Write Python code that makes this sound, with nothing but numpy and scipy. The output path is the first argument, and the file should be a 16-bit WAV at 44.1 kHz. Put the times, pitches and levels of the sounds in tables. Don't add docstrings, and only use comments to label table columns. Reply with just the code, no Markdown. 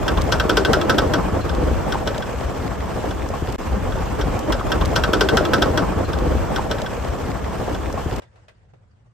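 import sys
import numpy as np
from scipy import signal
from scipy.fft import rfft, irfft, next_fast_len
from scipy.io import wavfile
from scipy.ndimage import uniform_filter1d, map_coordinates

SR = 44100
rng = np.random.default_rng(int(sys.argv[2]) if len(sys.argv) > 2 else 0)


def wav_out(sig):
    wavfile.write(sys.argv[1], SR, np.round(np.clip(np.atleast_2d(sig).T, -1, 1) * 32767).astype(np.int16))


N = 402633
TIME = np.arange(N) / SR
START_S, STOP_S = 3.58, 8.2005


def amp(db):
    return 10 ** (np.asarray(db) / 20)


def unit(x):
    return x / np.sqrt(np.mean(x ** 2) + 1e-20)


def peak_one(pair):
    return pair / np.abs(pair[0]).max()


def along(points, hz):
    pitches, values = np.transpose(points)
    return np.interp(np.log(hz + 1), np.log(pitches + 1), values)


def curves(rows):
    times, *columns = np.transpose(rows)
    return [np.interp(TIME, times, column) for column in columns]


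def wobble(rate):
    return map_coordinates(rng.standard_normal(int(N * rate / SR) + 4), [TIME * rate])


def filtered(x, response):
    size = next_fast_len(x.shape[-1] + 2048)
    return irfft(rfft(x, size) * response(np.fft.rfftfreq(size, 1 / SR)), size)[..., :x.shape[-1]]


def resonances(peaks):
    return lambda f: sum((-1) ** k * amp(db) * 1j * f * width / (hz * hz - f * f + 1j * f * width)
                         for k, (hz, width, db) in enumerate(peaks))


def rush(spectrum, patchy_db):
    cells = signal.stft(rng.standard_normal((2, N)), nperseg=512)[2]
    patches = uniform_filter1d(rng.standard_normal(cells.shape[1:]), size=5, axis=0)
    patches = unit(uniform_filter1d(patches, size=5, axis=1))
    pair = signal.istft(cells * amp(patchy_db * patches), nperseg=512)[1][:, :N]
    return unit(filtered(pair, lambda hz: amp(along(spectrum, hz))))


def add(track, start, sound):
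    at = round(start * SR)
    track[:, at:at + sound.shape[1]] += sound[:, :N - at]


def tick(hz, fade, sharp):
    t = np.arange(SR // 12) / SR
    puff = rng.standard_normal((2, len(t))) * amp(-60 * t / fade) * (1 - np.exp(-t / .00054))
    b, a = signal.iirpeak(hz, sharp, SR)
    return peak_one(signal.lfilter(b, a, signal.lfilter(b, a, puff)))


def pulses(rows):
    out, t = np.zeros((2, N)), np.arange(-SR // 10, SR // 10) / SR
    for (start, db, hz, width), phase in zip(rows, rng.random(len(rows))):
        swell = amp(db) * np.exp(-.5 * (t / np.clip(width, .0008, .03)) ** 2)
        add(out, start + t[0], np.array([swell * np.sin(2 * np.pi * (hz * t + phase)), swell]))
    return out


# (pitch [Hz], level [dB])
TRAFFIC_COLOUR = [(12, -40), (25, -25), (40, -12), (60, -2), (80, -3), (108, 0), (140, -8), (210, -16),
                  (260, -25), (400, -32), (900, -120)]

def traffic():
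    hum = amp(-54.5 + .91 * wobble(14)) * rush(TRAFFIC_COLOUR, patchy_db=-.2)
    hum[0] += amp(-57.5 + 1.3 * wobble(20)) * np.sin(2 * np.pi * 104 * TIME + 1.1 * wobble(8))
    return hum


# (time [s], level [dB], fade [s], thump level [dB], thump pitch [Hz])
SCUFFS = [(8.219, -46.5, 0.12, -45, 520), (8.337, -71, .05, -56, 480), (8.356, -53, 0.15, -62, 500),
          (8.482, -44.5, 0.11, -50, 560), (8.735, -60, 0.11, -46.5, 420)]
# (pitch [Hz], width [Hz], level [dB])
PAVING_RINGS = [(580, 63, 4), (1400, 29, -9), (1600, 28, -5), (2020, 40, -3), (2500, 35, -11),
                (2900, 35, -9), (3400, 60, -15), (4600, 31, -11)]
# (time [s], level [dB], pitch [Hz], half-length [s])
HEEL_THUD = [(8.74, -46, 125, .007)]

def footsteps():
    out, stir = np.zeros((2, N)), np.zeros(N)
    for start, db, fade, thump_db, thump_hz in SCUFFS:
        since = np.clip(TIME - start, 0, 1)
        stir += amp(db - 12 - 60 * since / fade) * (1 - np.exp(-since / .0032))
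        scuff = tick(1500, fade, sharp=.54)
        add(out, start, amp(thump_db) * tick(thump_hz, fade=.097, sharp=1))
        add(out, start, amp(db) * (scuff + 4 * filtered(scuff, resonances(PAVING_RINGS))))
    out[0] += pulses(HEEL_THUD)[0]
    return out, stir


# (time [s], level [dB])
RUSTLE_LEVELS = [(8.2, -54), (8.3, -65.5), (8.4, -61.5), (8.55, -65.5), (9.13, -70.5)]
# (pitch [Hz], level [dB])
RUSTLE_COLOUR = [(150, -26), (350, -3.5), (550, -2.5), (1100, -10), (1600, -12.5), (1900, -13.5),
                 (2300, -19), (3000, -20), (3500, -24), (8800, -29.5), (9800, -49), (16000, -70)]
# (time [s], level [dB], pitch [Hz])
YARD_CHIRPS = [(8.25, -67, 3520), (8.55, -75, 4580), (8.91, -72, 4650)]

def yard():
    hum = traffic()
    steps, stir = footsteps()
    rustle_db, = curves(RUSTLE_LEVELS)
    rustle = (amp(rustle_db) + stir) * amp(1.2 * wobble(60)) * rush(RUSTLE_COLOUR, patchy_db=2)
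    out = hum + steps + rustle
    for start, db, hz in YARD_CHIRPS:
        add(out, start, amp(db) * tick(hz, fade=.15, sharp=12))
    apart = filtered(out[1], lambda hz: .25 + .75 / (1 + (300 / (hz + 1)) ** 3))
    return np.array([out[0] + apart, out[0] - apart])


# (pitch [Hz], level [dB])
HISS_COLOUR = [(900, -9), (1400, -2), (1700, -1), (1900, -4), (2800, -5.5), (3400, -8), (3700, -12),
               (4500, -13), (7500, -14), (10500, -17.5), (12000, -23), (15200, -25), (15900, -34.5),
               (16300, -56.5)]

def air_hiss(rough_db, lumps):
    level_db = -40 + .42 * rough_db + .94 * lumps + .81 * wobble(120) + .58 * wobble(14)
    return amp(level_db) * rush(HISS_COLOUR, patchy_db=1.5)


# (pitch [Hz], level [dB])
BOOM_COLOUR = [(12, -59.5), (20, -28), (35, -4.5), (54, 0.5), (70, 0.5), (102, -7), (130, -15.5),
               (170, -19.5), (290, -120)]

def tyre_boom(boom_db):
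    return amp(boom_db - 1.5 + .99 * wobble(25)) * rush(BOOM_COLOUR, patchy_db=2)


# (pitch [Hz], level [dB])
ROAR_COLOUR = [(59, -22.5), (100, 1.5), (226, -3.5), (296, -0.5), (360, -8.5), (491, -1), (566, -5.5),
               (644, -5.5), (1110, -9.5), (2200, -28), (2860, -45.5), (4840, -120)]
# (pitch [Hz], width [Hz], level [dB])
PANEL_RINGS = [(205, 30, -12), (303.4, 16, 3.5), (369, 56, -4.5), (472.6, 8.5, -3), (530.6, 6.9, -8),
               (615.5, 12, 6), (785, 7.5, -11), (988, 22, -8.5), (1135, 30, -16.5)]

def body_roar(roar_db, rough_db, lumps):
    body = rush(ROAR_COLOUR, patchy_db=1.5)
    panels = unit(filtered(body * amp(1.5 * wobble(30)), resonances(PANEL_RINGS)))
    level_db = roar_db - .85 + 1.97 * lumps + .46 * wobble(12)
    return amp(level_db) * (body + amp(.88 * rough_db - 7.5) * panels)


# (time [s], roar level [dB], boom level [dB])
ROAD_LEVELS = [(3.6, -29, -31), (3.72, -25.5, -23.5), (4.0, -26.5, -24), (4.28, -24, -27.5),
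               (4.46, -24, -28), (4.62, -24, -26), (4.95, -23, -21.5), (5.2, -21, -28.5), (5.4, -20, -21.5),
               (5.5, -21, -28.5), (5.63, -19.5, -24), (5.72, -22, -25.5), (5.8, -21.5, -23),
               (6.0, -23.5, -25.5), (6.36, -23.5, -20), (6.5, -23, -26), (6.95, -27, -28.5),
               (7.3, -27.5, -33), (7.65, -26, -28.5), (7.95, -28, -26), (8.19, -28, -28)]
# (time [s], level [dB], pitch [Hz], half-length [s])
WHEEL_BUMPS = [(3.7181, -21, 64, 0.029), (3.83, -27.5, 82, 0.032), (3.9479, -18, 59, 0.009),
               (4.0423, -19, 54, 0.009), (4.232, -22, 59, 0.022), (4.2712, -17, 69, 0.011),
               (4.3541, -19.5, 89, 0.0066), (4.5397, -20, 54, 0.04), (4.6893, -25.5, 59, 0.027),
               (4.7929, -23, 76, 0.009), (5.0255, -22, 59, 0.01), (5.079, -23, 50, 0.019),
               (5.1982, -18.5, 54, 0.021), (5.3772, -16.5, 64, 0.012), (5.6365, -16, 64, 0.0083),
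               (5.7165, -18.5, 82, 0.016), (5.9755, -17.5, 69, 0.0062), (6.0147, -30.5, 59, 0.018),
               (6.1569, -17.5, 64, 0.014), (6.2291, -26.5, 69, 0.018), (6.2892, -15, 59, 0.012),
               (6.3492, -17, 69, 0.025), (7.0177, -22.5, 69, 0.011), (7.1071, -24.5, 69, 0.018),
               (7.239, -21, 69, 0.012), (7.3419, -26, 59, 0.025), (7.4449, -20.5, 64, 0.011),
               (7.8634, -23, 64, 0.025), (8.0686, -17.5, 76, 0.0065), (8.1629, -24, 59, 0.025)]

def road():
    bumps, swell = pulses(WHEEL_BUMPS)
    roar_db, boom_db = curves(ROAD_LEVELS)
    rough_db = roar_db + 27
    shake_db = 2.5 * swell
    lumps = wobble(45)
    boom = tyre_boom(boom_db) + bumps * [[1.1], [.35]]
    return boom + body_roar(roar_db + shake_db, rough_db, lumps) + air_hiss(rough_db + shake_db, lumps)


# (time [s], level [dB], pitch [Hz], fade [s])
SHARP_TICKS = [(4.0604, -34.5, 4000, .02), (4.161, -38, 3000, .01), (4.279, -33.5, 3030, .012),
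               (4.392, -22.5, 4960, .01), (4.6697, -30.5, 2960, .012), (4.8509, -22, 3000, 0.014),
               (4.8561, -16.5, 4080, 0.02), (4.879, -32.5, 9000, .01), (4.904, -34, 2960, .012),
               (4.957, -20, 3000, .02), (5.583, -21, 2410, .015), (5.619, -19, 3200, .02),
               (5.659, -27, 3520, 0.011), (6.188, -25, 2810, 0.009), (6.8181, -20, 3360, 0.017),
               (6.971, -35.5, 2990, 0.0089), (7.0463, -28, 2470, .015), (7.105, -35.5, 3030, .01),
               (7.1521, -34, 2600, .012), (7.317, -27.5, 1500, .008), (7.4451, -28, 1800, .015),
               (7.546, -33.5, 1600, .008), (7.5972, -34.5, 1990, .01), (7.6396, -46, 2400, .01),
               (7.859, -25, 1700, .008), (7.9266, -26, 5500, .025), (7.976, -28, 1300, .02),
               (7.9947, -39, 3010, .01), (8.112, -25, 2280, .012), (8.162, -27, 5520, .02),
               (8.1848, -34.5, 6000, .008)]
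# (time [s], level [dB], pitch [Hz], half-length [s])
BODY_THUMPS = [(3.7738, -20, 201, 0.011), (3.8173, -22.5, 149, 0.003), (3.9583, -18.5, 570.0, 0.0021),
               (4.2402, -12, 430.0, 0.00104), (4.262, -17, 149.4, 0.0055), (4.283, -15, 303.0, 0.0013),
               (4.4981, -14, 580, 0.002), (4.5052, -20.5, 318, 0.012), (4.5509, -18, 570.0, 0.005),
               (4.6128, -15, 1140, 0.0012), (4.9304, -9.5, 611.0, 0.00067), (5.093, -11, 244, 0.0015),
               (5.0979, -20.5, 451, 0.015), (5.1349, -19, 630, 0.0056), (5.1367, -13, 375, 0.0017),
               (5.1472, -15, 378, 0.004), (5.1577, -20, 495.0, 0.002), (5.2218, -12, 420, 0.0037),
               (5.2486, -15.5, 388, 0.011), (5.3098, -21.5, 305, 0.008), (5.3346, -14.5, 461, 0.0092),
               (5.3526, -12, 213.0, 0.0042), (5.376, -14, 643, 0.0027), (5.3923, -15, 376, 0.0096),
               (5.4112, -9.5, 608, 0.0018), (5.4161, -14, 350, 0.0012), (5.4973, -12.5, 427, 0.0018),
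               (5.5436, -15, 495.0, 0.0018), (5.5532, -11.5, 453, 0.0011), (5.5853, -22.5, 607, 0.003),
               (5.5882, -10, 304.3, 0.0014), (5.633, -29, 405, 0.0056), (5.7823, -18, 304, 0.0063),
               (5.7994, -15, 609, 0.0047), (5.8092, -16.5, 280, 0.0066), (5.9033, -21.5, 190, 0.023),
               (6.2229, -9.5, 303.0, 0.0012), (6.267, -17, 497, 0.0072), (6.269, -16, 185.0, 0.002),
               (6.2792, -20, 303.0, 0.0012), (6.2797, -15.5, 148.4, 0.004), (6.3536, -10, 401.0, 0.00059),
               (6.3634, -21, 230, 0.012), (6.5849, -13, 1010, 0.00087), (6.5945, -10, 863, 0.0014),
               (6.7458, -17, 531.0, 0.0023), (6.8263, -18.5, 615, 0.0036), (6.9805, -22, 493, 0.0065),
               (7.052, -11.5, 630, 0.00078), (7.6818, -14, 401.0, 0.0017), (7.6858, -15, 703.0, 0.0013),
               (7.7217, -22.5, 296, 0.011), (7.943, -14.5, 585, 0.001), (7.978, -18, 725, 0.0016),
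               (7.981, -22, 1100, 0.0022), (8.0631, -13.5, 303.0, 0.0014), (8.0664, -19, 151, 0.0054)]
# (time [s], level [dB], pitch [Hz], fade [s])
SQUEAKS = [(5.895, -35, 2450, .15), (6.047, -34, 4150, 0.1)]

def ticks_and_thumps():
    out = np.zeros((2, N))
    for start, db, hz, fade in SHARP_TICKS:
        add(out, start - .0005, amp(db) * tick(hz, fade, sharp=.72))
    out += pulses(BODY_THUMPS)[0] * [[.9], [.45]]
    for start, db, hz, fade in SQUEAKS:
        add(out, start, amp(db) * tick(hz, fade, sharp=12))
    for when, softness, pitch in rng.random((300, 3)):
        hz = 450 * 8 ** pitch
        db = -27.5 - 13 * pitch - 2.6 * np.log(softness + .05)
        add(out, START_S + when * (STOP_S - START_S), amp(db) * tick(hz, fade=11 / hz, sharp=1.1))
    return out * [[1.1], [.75]]


# (pitch [Hz], level [dB], fade [s])
BAR_TONES = [(966, -8, .12), (1184, -11, .1), (1309, -3, .12), (1415, -11, .2), (1529, 0, .09),
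             (1600, -8, .08), (1872, -9, .045), (2480, -14, .06), (2744, -5, .075), (3043, -7, .07),
             (3200, -3, .065), (3380, 0, .07), (3600, -6, .06), (3764, -6, .065), (3950, -8, .06),
             (4170, -12, .06), (5023, -9, .07), (5200, -10, .06), (5350, -13, .06), (5612, -7, .07),
             (5900, -15, .045)]

def bar_ring(t, ring_age, favoured_hz, treble_db, bass_db):
    hz, level_db, fade = np.transpose(BAR_TONES)[:, :, None]
    low, treble = hz < 2200, hz > 4500
    low_hz, middle_hz, high_hz = favoured_hz
    strength, phase = rng.standard_normal((2, 2, len(hz), 1))
    blur = np.cumsum(rng.standard_normal((len(hz), len(t))), axis=1) * (.02 + hz * 1e-5)
    nearest_hz = np.where(treble, high_hz, np.where(low, low_hz, middle_hz))
    boost_db = 3.5 * np.exp(-.5 * ((hz / nearest_hz - 1) / .052) ** 2)
    struck_db = level_db + boost_db + treble_db * treble + bass_db * (hz < 1450) + 2.6 * strength
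    age = np.where(low, t, ring_age / .51)
    tones = amp(struck_db - 60 * age / fade) * np.sin(2 * np.pi * hz * t + blur + 3 * phase)
    deep = tones[:, low[:, 0]].sum(axis=1) * (1 - np.exp(-t / .0025))
    bright = tones[:, ~low[:, 0]].sum(axis=1) * (1 - np.exp(-t / .00096))
    return peak_one(deep), peak_one(bright)


# (pitch [Hz], level [dB])
CLACK_COLOUR = [(700, -31), (1300, -7), (1600, 0), (2200, -15), (3200, -8), (4400, -12.5), (5500, -11),
                (6500, -23.5), (9000, -22.5), (16000, -54)]

def bracket_hit(t, ring_age, treble_db):
    clack, crack = rng.standard_normal((2, 2, len(t))) * (1 - np.exp(-t / .00082))
    direct, echo = amp(-60 * ring_age / .081), amp(-15.5 - 60 * t / .33)
    clack = filtered(clack * (direct + echo),
                     lambda hz: amp(along(CLACK_COLOUR, hz) + treble_db * (hz > 4500)))
    crack = filtered(crack * amp(-60 * t / .03), lambda hz: (hz / 7000) ** 2 / (1 + (hz / 7000) ** 4))
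    return peak_one(clack), peak_one(crack)


# (time [s], level [dB], deep ring gain [dB], favoured low pitch [Hz], favoured
# middle pitch [Hz], favoured high pitch [Hz], treble gain [dB], bass gain [dB], contact time [s])
LINK_KNOCKS = [(3.922, -25.5, -1, 1530, 3430, 5400, -3, 1.5, .004),
               (3.988, -29.5, -4, 1530, 3350, 5400, -6, -1.5, .004),
               (4.212, -16.5, -8.5, 1530, 3350, 5500, -1, 3, 0.0078),
               (4.523, -8.5, -7, 1420, 3290, 5500, 1, -0.5, .006),
               (4.5946, -26, -0.5, 1530, 3360, 5400, -6, 2, .004),
               (4.719, -10, -5, 1510, 3280, 5400, -1, -0.5, 0.0068),
               (4.812, -17, -10, 1190, 3330, 5050, -8, -2.5, .005),
               (4.961, -5.5, -5.5, 1483, 3230, 5500, 3, -0.5, .005),
               (5.037, -8, -4.5, 1485, 3380, 4950, -2, 1, 0.0053),
               (5.133, -6, -2.5, 1530, 3050, 5100, 0.5, 3.5, .01),
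               (5.209, -2.5, -7, 1416, 3210, 5650, 0.5, 1, .006),
               (5.288, -6.5, -6, 1542, 3420, 5000, -1, -2, 0.007),
               (5.3705, -3, -6.5, 1458, 3350, 5250, 0.5, 1, 0.0056),
               (5.452, -12.5, -6, 1320, 3280, 5200, -5.5, 0.5, .007),
               (5.5349, -5.5, -3.5, 1550, 3520, 5550, 0.5, 1.5, 0.0084),
               (5.6227, -4, -4.5, 1295, 3420, 5150, -1, -3, .007),
               (5.775, -9, -5, 1200, 3230, 5650, 1.5, 1.5, 0.0079),
               (6.132, -20, -4.5, 1536, 3370, 5300, -1, 0.5, .005),
               (6.5611, -13, -6, 1536, 3500, 5280, 0, 0, .006),
               (6.7127, -12.5, -4.5, 1560, 3120, 5620, -0.5, 0.5, 0.0063),
               (6.784, -24.5, -1.5, 1530, 3360, 5400, -4.5, -1, .005),
               (6.862, -22, -3.5, 1530, 3380, 5400, -3.5, -5, .006),
               (7.7469, -23.5, -3.5, 1520, 3360, 5400, -2.5, 4, .005)]

def loose_link():
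    out, t = np.zeros((2, N)), np.arange(SR // 7) / SR
    for start, db, deep_db, *favoured_hz, treble_db, bass_db, contact in LINK_KNOCKS:
        released = np.logaddexp(0, (t - contact) / .002) * .002
        ring_age = released + .54 * (t - released)
        deep, bright = bar_ring(t, ring_age, favoured_hz, treble_db, bass_db)
        clack, crack = bracket_hit(t, ring_age, treble_db)
        crack_db = -14.5 + .22 * db
        knock = amp(-6) * bright + amp(deep_db) * deep + amp(-8.5) * clack + amp(crack_db) * crack
        thump = amp(deep_db - 4) * tick(450, fade=.15, sharp=1.08)
        add(out, start - .001, amp(db) * knock)
        add(out, start, amp(db) * thump)
    return out * [[1.1], [.7]]


# (pitch [Hz], likeness [0 to 1])
LIKENESS = [(50, 0.7), (130, 0.5), (300, 0.43), (640, 0.16), (1000, 0.53), (1700, 0.73), (3100, 0.51),
            (4000, 0.3), (6500, 0.21), (7500, 0.28), (9300, 1), (15000, 0.96)]
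# (pitch [Hz], phase gap [radians])
PHASE_GAP = [(0, 0), (5000, -.2), (5900, -1.3), (7000, -.3), (8600, -1.7), (9300, -np.pi), (11300, -np.pi),
             (12200, -2 * np.pi), (14500, -2 * np.pi), (15400, -3 * np.pi)]
# (pitch [Hz], level [dB])
LEFT_GAIN = [(60, 1.5), (200, 1.5), (380, 0), (800, -2.5), (1700, -0.5), (3100, 1), (4500, 3.5),
             (5700, 8.5), (6600, 2), (9300, 0.5), (16000, 0.5)]

def widen(pair):
    def blend(hz):
        angle = np.arccos(np.clip(along(LIKENESS, hz), 0, 1)) / 2
        return np.array([np.cos(angle), np.sin(angle)])

    def sides(hz):
        gap = np.interp(hz, *np.transpose(PHASE_GAP))
        left = amp(along(LEFT_GAIN, hz) / 2) * np.exp(.5j * gap)
        return np.array([left, 1 / left])

    shared, apart = filtered(pair, blend)
    return filtered(np.array([shared + apart, shared - apart]), sides)


def scene():
    fade_in = np.clip((TIME - START_S) / .006, amp(-26), 1)
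    cut_off = np.clip((STOP_S - TIME) / .001, 0, 1)
    drive = widen(road() + loose_link() + ticks_and_thumps()) * fade_in * cut_off
    repeat_samples = 204550
    opening = drive[:, repeat_samples:round(STOP_S * SR)]
    both_plays = np.concatenate([opening, drive[:, opening.shape[1]:]], axis=1)
    return both_plays + yard() * (TIME >= STOP_S)


def record(dry):
    rounded = dry / (1 + np.abs(dry / .95) ** 6) ** (1 / 6)
    return filtered(rounded, lambda hz: hz < 16400)


dry = scene()
out = record(dry)
wav_out(out)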